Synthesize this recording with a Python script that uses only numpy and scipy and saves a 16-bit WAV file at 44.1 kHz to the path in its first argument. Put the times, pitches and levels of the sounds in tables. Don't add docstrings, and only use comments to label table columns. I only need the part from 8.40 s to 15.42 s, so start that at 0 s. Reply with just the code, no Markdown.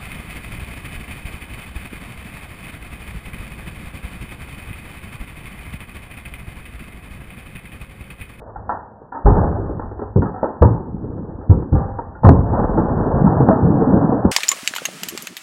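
import sys
import numpy as np
from scipy.fft import rfft, irfft, next_fast_len
from scipy.io import wavfile
from scipy.ndimage import map_coordinates

SR = 44100
rng = np.random.default_rng(int(sys.argv[2]) if len(sys.argv) > 2 else 0)


def generate_wav(signal):
    frames = np.transpose(np.atleast_2d(signal))
    scaled = np.clip(frames, -1, 1) * 32767
    pcm = np.round(scaled).astype(np.int16)
    wavfile.write(sys.argv[1], SR, pcm)


N = 309582
SLOW, SWITCH_S = 1 / 8, 5.914


def amp(db):
    return 10 ** (np.asarray(db) / 20)


def unit(x):
    return x / np.sqrt(np.mean(x ** 2) + 1e-20)


def curves(rows):
    s, *columns = np.transpose(rows)
    return [np.interp(np.arange(N) / SR, s, column) for column in columns]


def wobble(rate):
    knots = rng.standard_normal(int(N * rate / SR) + 4)
    return map_coordinates(knots, [np.arange(N) * rate / SR])


def coloured(x, points, speed=1):
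    hz_points, db_points = np.transpose(points)
    true_hz = np.fft.rfftfreq(len(x), 1 / SR) / speed
    gain_db = np.interp(np.log(true_hz + 1), np.log(hz_points), db_points, -120, -120)
    return unit(irfft(rfft(x) * amp(gain_db), len(x)))


def below(x, top_hz):
    m = next_fast_len(N + SR // 2)
    edge = np.clip((top_hz - np.fft.rfftfreq(m, 1 / SR)) / (top_hz / 30), 0, 1)
    return irfft(rfft(x, m) * np.sin(edge * np.pi / 2) ** 2, m)[..., :N]


def speed_at(s):
    return SLOW if s < SWITCH_S else 1


def same_speed(s, t):
    return (s + t < SWITCH_S) == (s < SWITCH_S)


# time_s [s], rumble_db, gurgle_db, hiss_db [dB]
PRESSURE = [(0.3, -42.5, -48, -45.5), (0.72, -58, -50, -49.5), (1.3, -32.5, -32, -39.5),
            (1.7, -38, -47.5, -48), (2.2, -45, -43.5, -52), (2.5, -34.5, -31.5, -46),
            (2.9, -33, -31.5, -42), (3.2, -38, -39.5, -45), (3.84, -40.5, -45.5, -49.5),
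            (4.06, -23.5, -28, -32.5), (4.19, -21.5, -19.5, -21.5), (4.32, -22, -21.5, -26),
            (4.76, -25, -19, -23), (4.9, -31.5, -16.5, -22.5), (5.19, -31.5, -17, -26),
            (5.39, -25.5, -15.5, -26.5), (5.62, -33.5, -18, -22.5), (5.92, -39.5, -25, -30.5)]
# [dB/s, times the band's fall factor]
GRINDS = [(0.0, -56, -44.5, -38, 30), (0.15, -38, -49.5, -45, 70), (0.72, -62, -47.5, -38, 70),
          (0.941, -15, -14.5, -17, 53.5), (1.77, -33, -19.5, -38, 79), (2.04, -48, -40, -31.5, 70),
          (2.26, -24, -19, -34, 69.5), (3.13, -29.5, -20, -39.5, 60), (3.34, -20.5, -28, -28, 60),
          (3.86, -17.5, -19, -26.5, 70)]
FALL_FACTORS = [0.97, 1.1, 1.17]
GRIND_RISE_S = 0.035


def grinding():
    power = amp(curves(PRESSURE)) ** 2
    for s, *levels_db, fall_db in GRINDS:
        t = np.maximum(np.arange(N) / SR - s, 0)
        decay_db = np.array(levels_db)[:, None] - np.outer(FALL_FACTORS, fall_db * t)
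        power = power + (amp(decay_db) * np.tanh(t / GRIND_RISE_S)) ** 2
    return np.sqrt(power)


def bubbles(count, hz, spread, cycles, size_db):
    draw = rng.random((count, 2))
    pitch = hz * np.exp(spread * rng.standard_normal(count))[:, None]
    t = np.arange(int(3 * cycles / hz * SR)) / SR
    life = t * pitch / cycles
    grain = np.sin(2 * np.pi * pitch * t * (1 + 0.11 * life)) * life * np.exp(-3 * life)
    grain *= amp(-size_db * np.log(draw[:, 1:]))
    where = (draw[:, :1] * N).astype(int) + np.arange(len(t))
    return unit(np.bincount(where.ravel(), grain.ravel(), minlength=N)[:N])


# freq_hz [Hz], density_db [relative dB per Hz]
RUMBLE = [(12, -51), (20, -15.5), (32, -6.5), (110, -2), (140, -34), (240, -120)]
GURGLE = [(65, -35), (110, -0.5), (254, -2), (355, -3), (500, -2), (650, -39.5), (1100, -120)]
HISS = [(290, -15), (500, -4), (642, -4.5), (700, -6.5), (802, -4.5), (1010, -10), (1620, -23), (1820, -30),
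        (1950, -41.5), (2540, -70), (4290, -120)]


def gush():
    rumble_gain, gurgle_gain, hiss_gain = grinding()
    surge_db = 0.3 * wobble(6.6)
    rumble = coloured(rng.standard_normal(N), RUMBLE) * amp(1.2 * wobble(2.9))
    churn = rng.standard_normal(N) * amp(0.63 * wobble(49))
    bubbling = bubbles(count=1500, hz=217.3, spread=0.39, cycles=1.3, size_db=1.0)
    gurgle = coloured(churn + 0.5 * bubbling, GURGLE)
    hiss = coloured(rng.standard_normal(N) * amp(1.62 * wobble(70)), HISS)
    return amp(surge_db) * (rumble_gain * rumble + gurgle_gain * gurgle + hiss_gain * hiss)


# time_s [s], fizz_db, trickle_db [dB]
FOAM = [(5.91, -22.5, -50), (5.978, -33.5, -56), (6.178, -37, -58), (6.386, -39, -53), (6.638, -40, -46.5),
        (6.808, -40, -45), (6.93, -45.5, -52), (7.02, -43.5, -64)]
# freq_hz [Hz], density_db [relative dB per Hz]
FIZZ = [(350, -55), (600, -6.5), (1050, -7.5), (1140, -5), (1240, -4), (1430, -5.5), (2680, -4),
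        (3890, -9.5), (5050, -9), (8990, -11), (13800, -22.5), (16000, -24)]
TRICKLE = [(35, -81), (60, -53), (161, -2), (337, -7), (406, -9.5), (479, -11), (700, -25), (910, -58.5),
           (1540, -120)]


def foam():
    fizz_db, trickle_db = curves(FOAM)
    grains = rng.standard_normal(N) * amp(1.2 * wobble(700))
    fizz = coloured(grains, FIZZ) * amp(fizz_db + 0.65 * wobble(30))
    trickle = coloured(rng.standard_normal(N), TRICKLE) * amp(trickle_db + 4.7 * wobble(44))
    return fizz + trickle


# [Hz, at the start]
DRIPS = [(6.231, -25, 246), (6.31, -27.5, 261), (6.419, -17, 503), (6.487, -15.5, 590), (6.673, -27.5, 234),
         (6.709, -31, 324), (6.724, -23, 303), (6.736, -20.5, 344), (6.75, -17.5, 350), (6.791, -32, 199),
         (6.815, -38, 272), (6.916, -32, 205), (6.04, -25.5, 480), (6.135, -23, 520), (6.165, -25, 600),
         (6.185, -27, 560)]
DRIP_SWINGS = 6.8


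def drips():
    out, t = np.zeros(N + SR), np.arange(SR // 10) / SR
    for s, db, hz in DRIPS:
        tone = np.sin(2 * np.pi * hz * t * (1 + 4 * t)) * (1 - np.exp(-t / 0.00072))
        out[round(s * SR):][:len(t)] += amp(db - 60 * t * hz / DRIP_SWINGS) * tone
    return out[:N]


# [dB per swing, sign ignored]
THUDS = [(0.162, -26.5, 46.5, -11), (0.845, 2, 48, -3.5), (0.898, -9.5, 95.5, -1), (1.758, 3, 136, -8.5),
         (1.784, -5, 88.8, -6), (2.211, 3.5, 75.3, -4.5), (2.254, 0, 113, -2), (2.628, -22.5, 121, -1.5),
         (3.093, 6, 96.2, -5.5), (3.321, 0.5, 89.5, -5.5), (3.339, -4, 68.7, -5), (3.821, -11.5, 120.4, -7),
         (3.844, 8, 128.3, -4.5), (3.859, 8, 85.2, -4.5), (3.879, 5.5, 77, -10), (3.909, -0.5, 264, -4),
         (3.95, -10.5, 56.8, -3), (3.979, -4, 84.2, -5.5), (4.048, -16.5, 99.6, -3), (4.109, -9.5, 102, -4),
         (4.378, -6, 124.8, -4.5), (4.739, -3, 142, -5), (4.8, -6.5, 135, -4.5), (4.841, 3, 191.3, -5.5),
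         (4.861, 3.5, 190, -8.5), (4.964, -4, 124.6, -4.5), (4.995, -5, 133.4, -3),
         (5.026, -7, 146.4, -6.5), (5.084, 4, 204, -5), (5.222, -8, 95, -2), (5.243, -9, 138.4, -1.5),
         (5.269, -1, 174, -5.5), (5.409, -9, 172, -3.5), (5.469, -5, 253, -2), (5.539, 1.5, 200, -8.5),
         (5.619, -7.5, 285, -1.5), (5.689, -7, 253, -2), (5.749, -11, 286, -1.5), (5.848, 3, 225, -4.5),
         (5.963, -8, 1035, -4.5), (5.984, -13, 923, -11), (6.103, -30.5, 1097, 0.5),
         (6.116, -16, 1082, -1.5), (6.127, -18, 1110, -2), (6.337, -15, 1670, -3.5),
         (6.362, -14.5, 1050, -8), (6.383, -16, 1430, -2), (6.452, -13.5, 1270, -6.5),
         (6.632, -17.5, 1510, -17), (6.775, -23, 1080, -5), (6.872, -21, 1660, -4)]
# freq_hz [Hz at true speed], level_db [relative dB]
HOLLOW = [(200, -28), (400, -5), (800, -0.5), (1500, -2.5), (2000, -28)]


def thuds():
    out = np.zeros(N + SR)
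    for s, db, hz, fall_db in THUDS:
        speed = speed_at(s)
        t = np.arange(next_fast_len(int(0.06 / speed * SR))) / SR
        swings = t * hz
        fade = (1 - np.exp(-(swings / 0.55) ** 2)) * amp(-abs(fall_db) * swings)
        swing = -np.sin(2 * np.pi * swings) * fade
        hollow = coloured(rng.standard_normal(len(t)), HOLLOW, speed)
        hollow *= amp(-12.5 - 1.7 * swings) * np.tanh(swings)
        out[round(s * SR):][:len(t)] += amp(db) * (swing + hollow) * same_speed(s, t)
    return out[:N]


def split_mode(hz, t):
    partner_hz = hz * rng.normal(1, 0.019)
    return np.sin(2 * np.pi * hz * t) + 0.46 * np.sin(2 * np.pi * partner_hz * t)


# start_s [s], level_db [dB], front_db, knock_db [dB over level],
# knock_hz [Hz as played back], ring_db [dB over level], ring_hz [Hz as played back],
# fall_db [dB per true ms for the noise bands; the modes fall 1.14 times as fast]
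CRACKS = [(0.159, -22, -13, -18.5, 447, -3, 804, 7), (0.293, -10.5, -7, -18.5, 528, -9, 942, 1.5),
          (0.616, -44.5, -5, 6.5, 524, -3, 653, 6.5), (0.721, -24.5, -8, -17.5, 282, -6, 974, 2),
          (0.747, -22.5, -8, -11.5, 286, -8, 913, 1), (0.858, -6.5, -3, -4.5, 408.7, -12, 828, 1),
          (1.182, -31.5, 2, 3.5, 393, -10.5, 713, 0.5), (1.292, -31, -8, 7.5, 355, -12.5, 854, 2),
          (1.396, -15.5, -4, -13.5, 290, -8.5, 850, 12.5), (1.421, -29.5, -5, -16, 276, -5, 1066, 2.5),
          (1.514, -24, -2, -0.5, 500, -6, 856, 11.5), (1.592, -27.5, -3, -3.5, 419, -11, 1026, 1),
          (1.618, -23, -1.5, -3.5, 413, -6.5, 773, 3.5), (1.76, -21, -9, 9.5, 384, -10, 825, 3),
          (1.82, -12.5, -12, -6.5, 276, -8, 919, 3.5), (1.856, -19, -3.5, -12.5, 420, -15, 904, 2),
          (1.941, -26, -5, -11, 510, -8, 744, 0.5), (2.03, -9.5, -1, -4, 513, -8, 618, 5.5),
          (2.043, -10.5, 2.5, -11, 446, -7, 716, 16), (2.057, -20, -3, -8.5, 487, -10, 821, 5),
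          (2.221, -0.5, 0, -4, 473.5, -8, 886, 4), (2.245, -16, -5, 1.5, 365, -9, 843, 4.5),
          (2.639, -36.5, -3, 9, 409, -13, 960, 2.5), (2.777, -34.5, -7, 2, 314, -10, 925, 3),
          (3.011, -34.5, -4, -2, 393, -7, 646, 2.5), (3.099, -19, -1, 3, 286.4, -11, 956, 1.5),
          (3.223, -28, -7.5, -2, 284, -8, 940, 5), (3.325, -24, -6.5, 5, 303, -10, 807, 1.5),
          (3.35, -23.5, -14, -8.5, 520, -4, 798, 0.38), (3.587, -15.5, -15.5, -8, 496, -4, 939, 4.5),
          (3.751, -33, -6, -12.5, 374, -7, 870, 2), (3.834, -11, -6, -7.5, 505, -7, 880, 2.5),
          (3.848, -4, -2.5, -2.5, 269, -5.5, 1044, 3.5), (3.866, -7.5, -4, -0.5, 535, -6.5, 709, 4),
          (3.89, -2, 1.5, 0, 655, -5.5, 692, 10), (3.904, -17, -7, 7.5, 275, -9, 815, 10),
          (4.133, -13, -6, -5.5, 271, -11, 720, 2.5), (4.191, -15, -14, 2.5, 557, -10.5, 886, 5),
          (4.375, -9.5, -5, -3.5, 321.6, -10.5, 872, 2), (4.747, -19.5, 0, -1, 528, -5, 710, 3),
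          (4.866, -16.5, -4.5, -10, 285, -7, 915, 1.5), (5.004, -13, -3.5, 2, 477, -9, 815, 8),
          (5.087, -4, -9.5, -2.5, 299.3, -3.5, 782, 5.5), (5.109, -9, -6.5, -15.5, 640, -4.5, 644, 1.5),
          (5.271, -29, -4, 8, 292, -7.5, 840, 3.5), (5.41, -18, -1.5, 0.5, 444.5, -11, 748, 0.5),
          (5.533, -19.5, 1, 8.5, 313, -7, 655, 2.5), (5.719, -12.5, -7.5, 1, 293, -5.5, 747, 4.5),
          (5.849, -8.5, -21.5, 1.5, 353, -4.5, 750, 9.5), (5.9174, -14.5, -3, -7, 2410, -2, 9000, 6),
          (5.9524, -24, -11, -3, 2140, -12, 6800, 9), (5.9641, 1.5, -9, -5.5, 4740, -8.5, 5230, 5),
          (6.0057, -17.5, -4, -0.5, 2130, -5, 9000, 12), (6.0332, -16.5, -14, -1, 2370, -14, 7860, 1),
          (6.0838, -10.5, -9.5, -6.5, 4770, 4, 5250, 11), (6.0896, -6.5, -16, -14, 3070, 5, 7070, 2),
          (6.1159, -10.5, -29, -6, 2130, -3, 7070, 1.5), (6.2756, -4, 0, -4.5, 2940, -10, 7400, 6),
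          (6.338, -30, -5, 5, 2130, -10, 7000, 4), (6.352, -20.5, -2, -9, 2860, -14, 7200, 2.5),
          (6.3622, -18.5, -18, -3, 3030, -11, 7160, 1), (6.3832, -21.5, -9, 1, 2860, -11, 6800, 6),
          (6.4537, -13.5, -20, -4.5, 2740, -2.5, 6500, 1.5),
          (6.6339, -12.5, -0.5, -6.5, 3100, -6.5, 7340, 3.5), (6.6862, -17.5, 2, -10.5, 3030, -12, 7400, 1),
          (6.776, -19, 0, 0.5, 3480, -5, 7400, 3.5), (6.823, -25.5, -7, -13, 2960, -7, 7060, 1.5),
          (6.871, -21.5, -8, 2, 2600, -2.5, 6540, 3.5), (6.9678, -26, 9, -1, 3720, -13, 5300, 1)]
# freq_hz [Hz at true speed], level_db [relative dB]
SNAP = [(4000, -28.5), (4900, -5), (7000, 4.5), (8500, -3), (10000, -9.5), (11500, -27.5)]
SHELL = [(1200, -30.5), (1700, 2), (2800, 0), (4500, -1.5), (5500, -36.5)]
TINKLE = [(9000, -26), (10500, 4.5), (13000, -1.5), (16500, -10)]
# mean top mode [true Hz], base tinkle level [dB], echo [dB over the crack's level]
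ROUND, FLAT = (10500, -24, -11), (12400, -22, -11)
SNAP_DB = -11.5
TINKLE_SCATTER = 0.04
TINKLE_OVER_PEAK = -0.26
TINKLE_OVER_KNOCK = -0.3
FLAT_BRIGHTENS_DB_PER_S = 7


def cracks():
    out = np.zeros(N + SR)
    band_ratio = 1.06
    for s, db, front_db, knock_db, knock_hz, ring_db, ring_hz, fall_db in CRACKS:
        speed = speed_at(s)
        top_hz, tinkle_db, echo_db = ROUND if s < SWITCH_S else FLAT
        t = np.arange(next_fast_len(int(0.12 / speed * SR))) / SR
        ms = t * speed * 1000
        snap_noise, shell_noise, tinkle_noise, hum_noise = rng.standard_normal((4, len(t)))
        rise = 1 - np.exp(-ms / 0.13)
        echo = amp(echo_db - 0.69 * ms)
        fade = rise * (amp(-abs(fall_db) * ms) + echo)
        mode_fade = rise * amp(-abs(fall_db) * 1.14 * ms)

        front_hz = np.sqrt(knock_hz * ring_hz)
        front = amp(front_db - 18 * ms) * np.sin(2 * np.pi * front_hz * t)
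        snap = amp(SNAP_DB) * coloured(snap_noise, SNAP, speed) * fade

        hum_band = [(ring_hz / band_ratio, -25), (ring_hz, 0), (ring_hz * band_ratio, -25)]
        hum = amp(-25 - 0.39 * ms) * rise * coloured(hum_noise, hum_band)
        ring = amp(ring_db) * (split_mode(ring_hz, t) * mode_fade + hum)

        shell = 0.61 * coloured(shell_noise, SHELL, speed) * fade
        knock = amp(knock_db) * (shell + 0.75 * split_mode(knock_hz, t) * mode_fade)

        tinkle_hz = top_hz * speed * rng.normal(1, TINKLE_SCATTER)
        tinkle_db += TINKLE_OVER_PEAK * db + TINKLE_OVER_KNOCK * knock_db
        tinkle_db += FLAT_BRIGHTENS_DB_PER_S * max(s - SWITCH_S, 0)
        glitter = 0.42 * coloured(tinkle_noise, TINKLE, speed) * fade
        tinkle = amp(tinkle_db) * (glitter + split_mode(tinkle_hz, t) * mode_fade)

        crack = front + snap + ring + knock + tinkle
        out[round(s * SR):][:len(t)] += amp(db) * crack * same_speed(s, t)
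    return out[:N]


def scene():
    slowed = np.arange(N) < SWITCH_S * SR
    liquid = np.where(slowed, gush(), foam() + drips())
    return (liquid + thuds() + cracks())[None]


SLOW_TOP_HZ, TOP_HZ = 1930, 16600
BASS_HZ = 76


def record(dry):
    slowed = np.arange(N) < SWITCH_S * SR
    saturated = dry / (1 + np.abs(dry / 1.02) ** 6) ** (1 / 6)
    bass_cut = saturated - below(saturated * ~slowed, BASS_HZ)
    x = np.where(slowed, below(saturated * slowed, SLOW_TOP_HZ), bass_cut)
    x = np.clip(x, -1, 1) + amp(-96) * rng.standard_normal(N)
    return below(x, TOP_HZ)


dry = scene()
out = record(dry)
generate_wav(out)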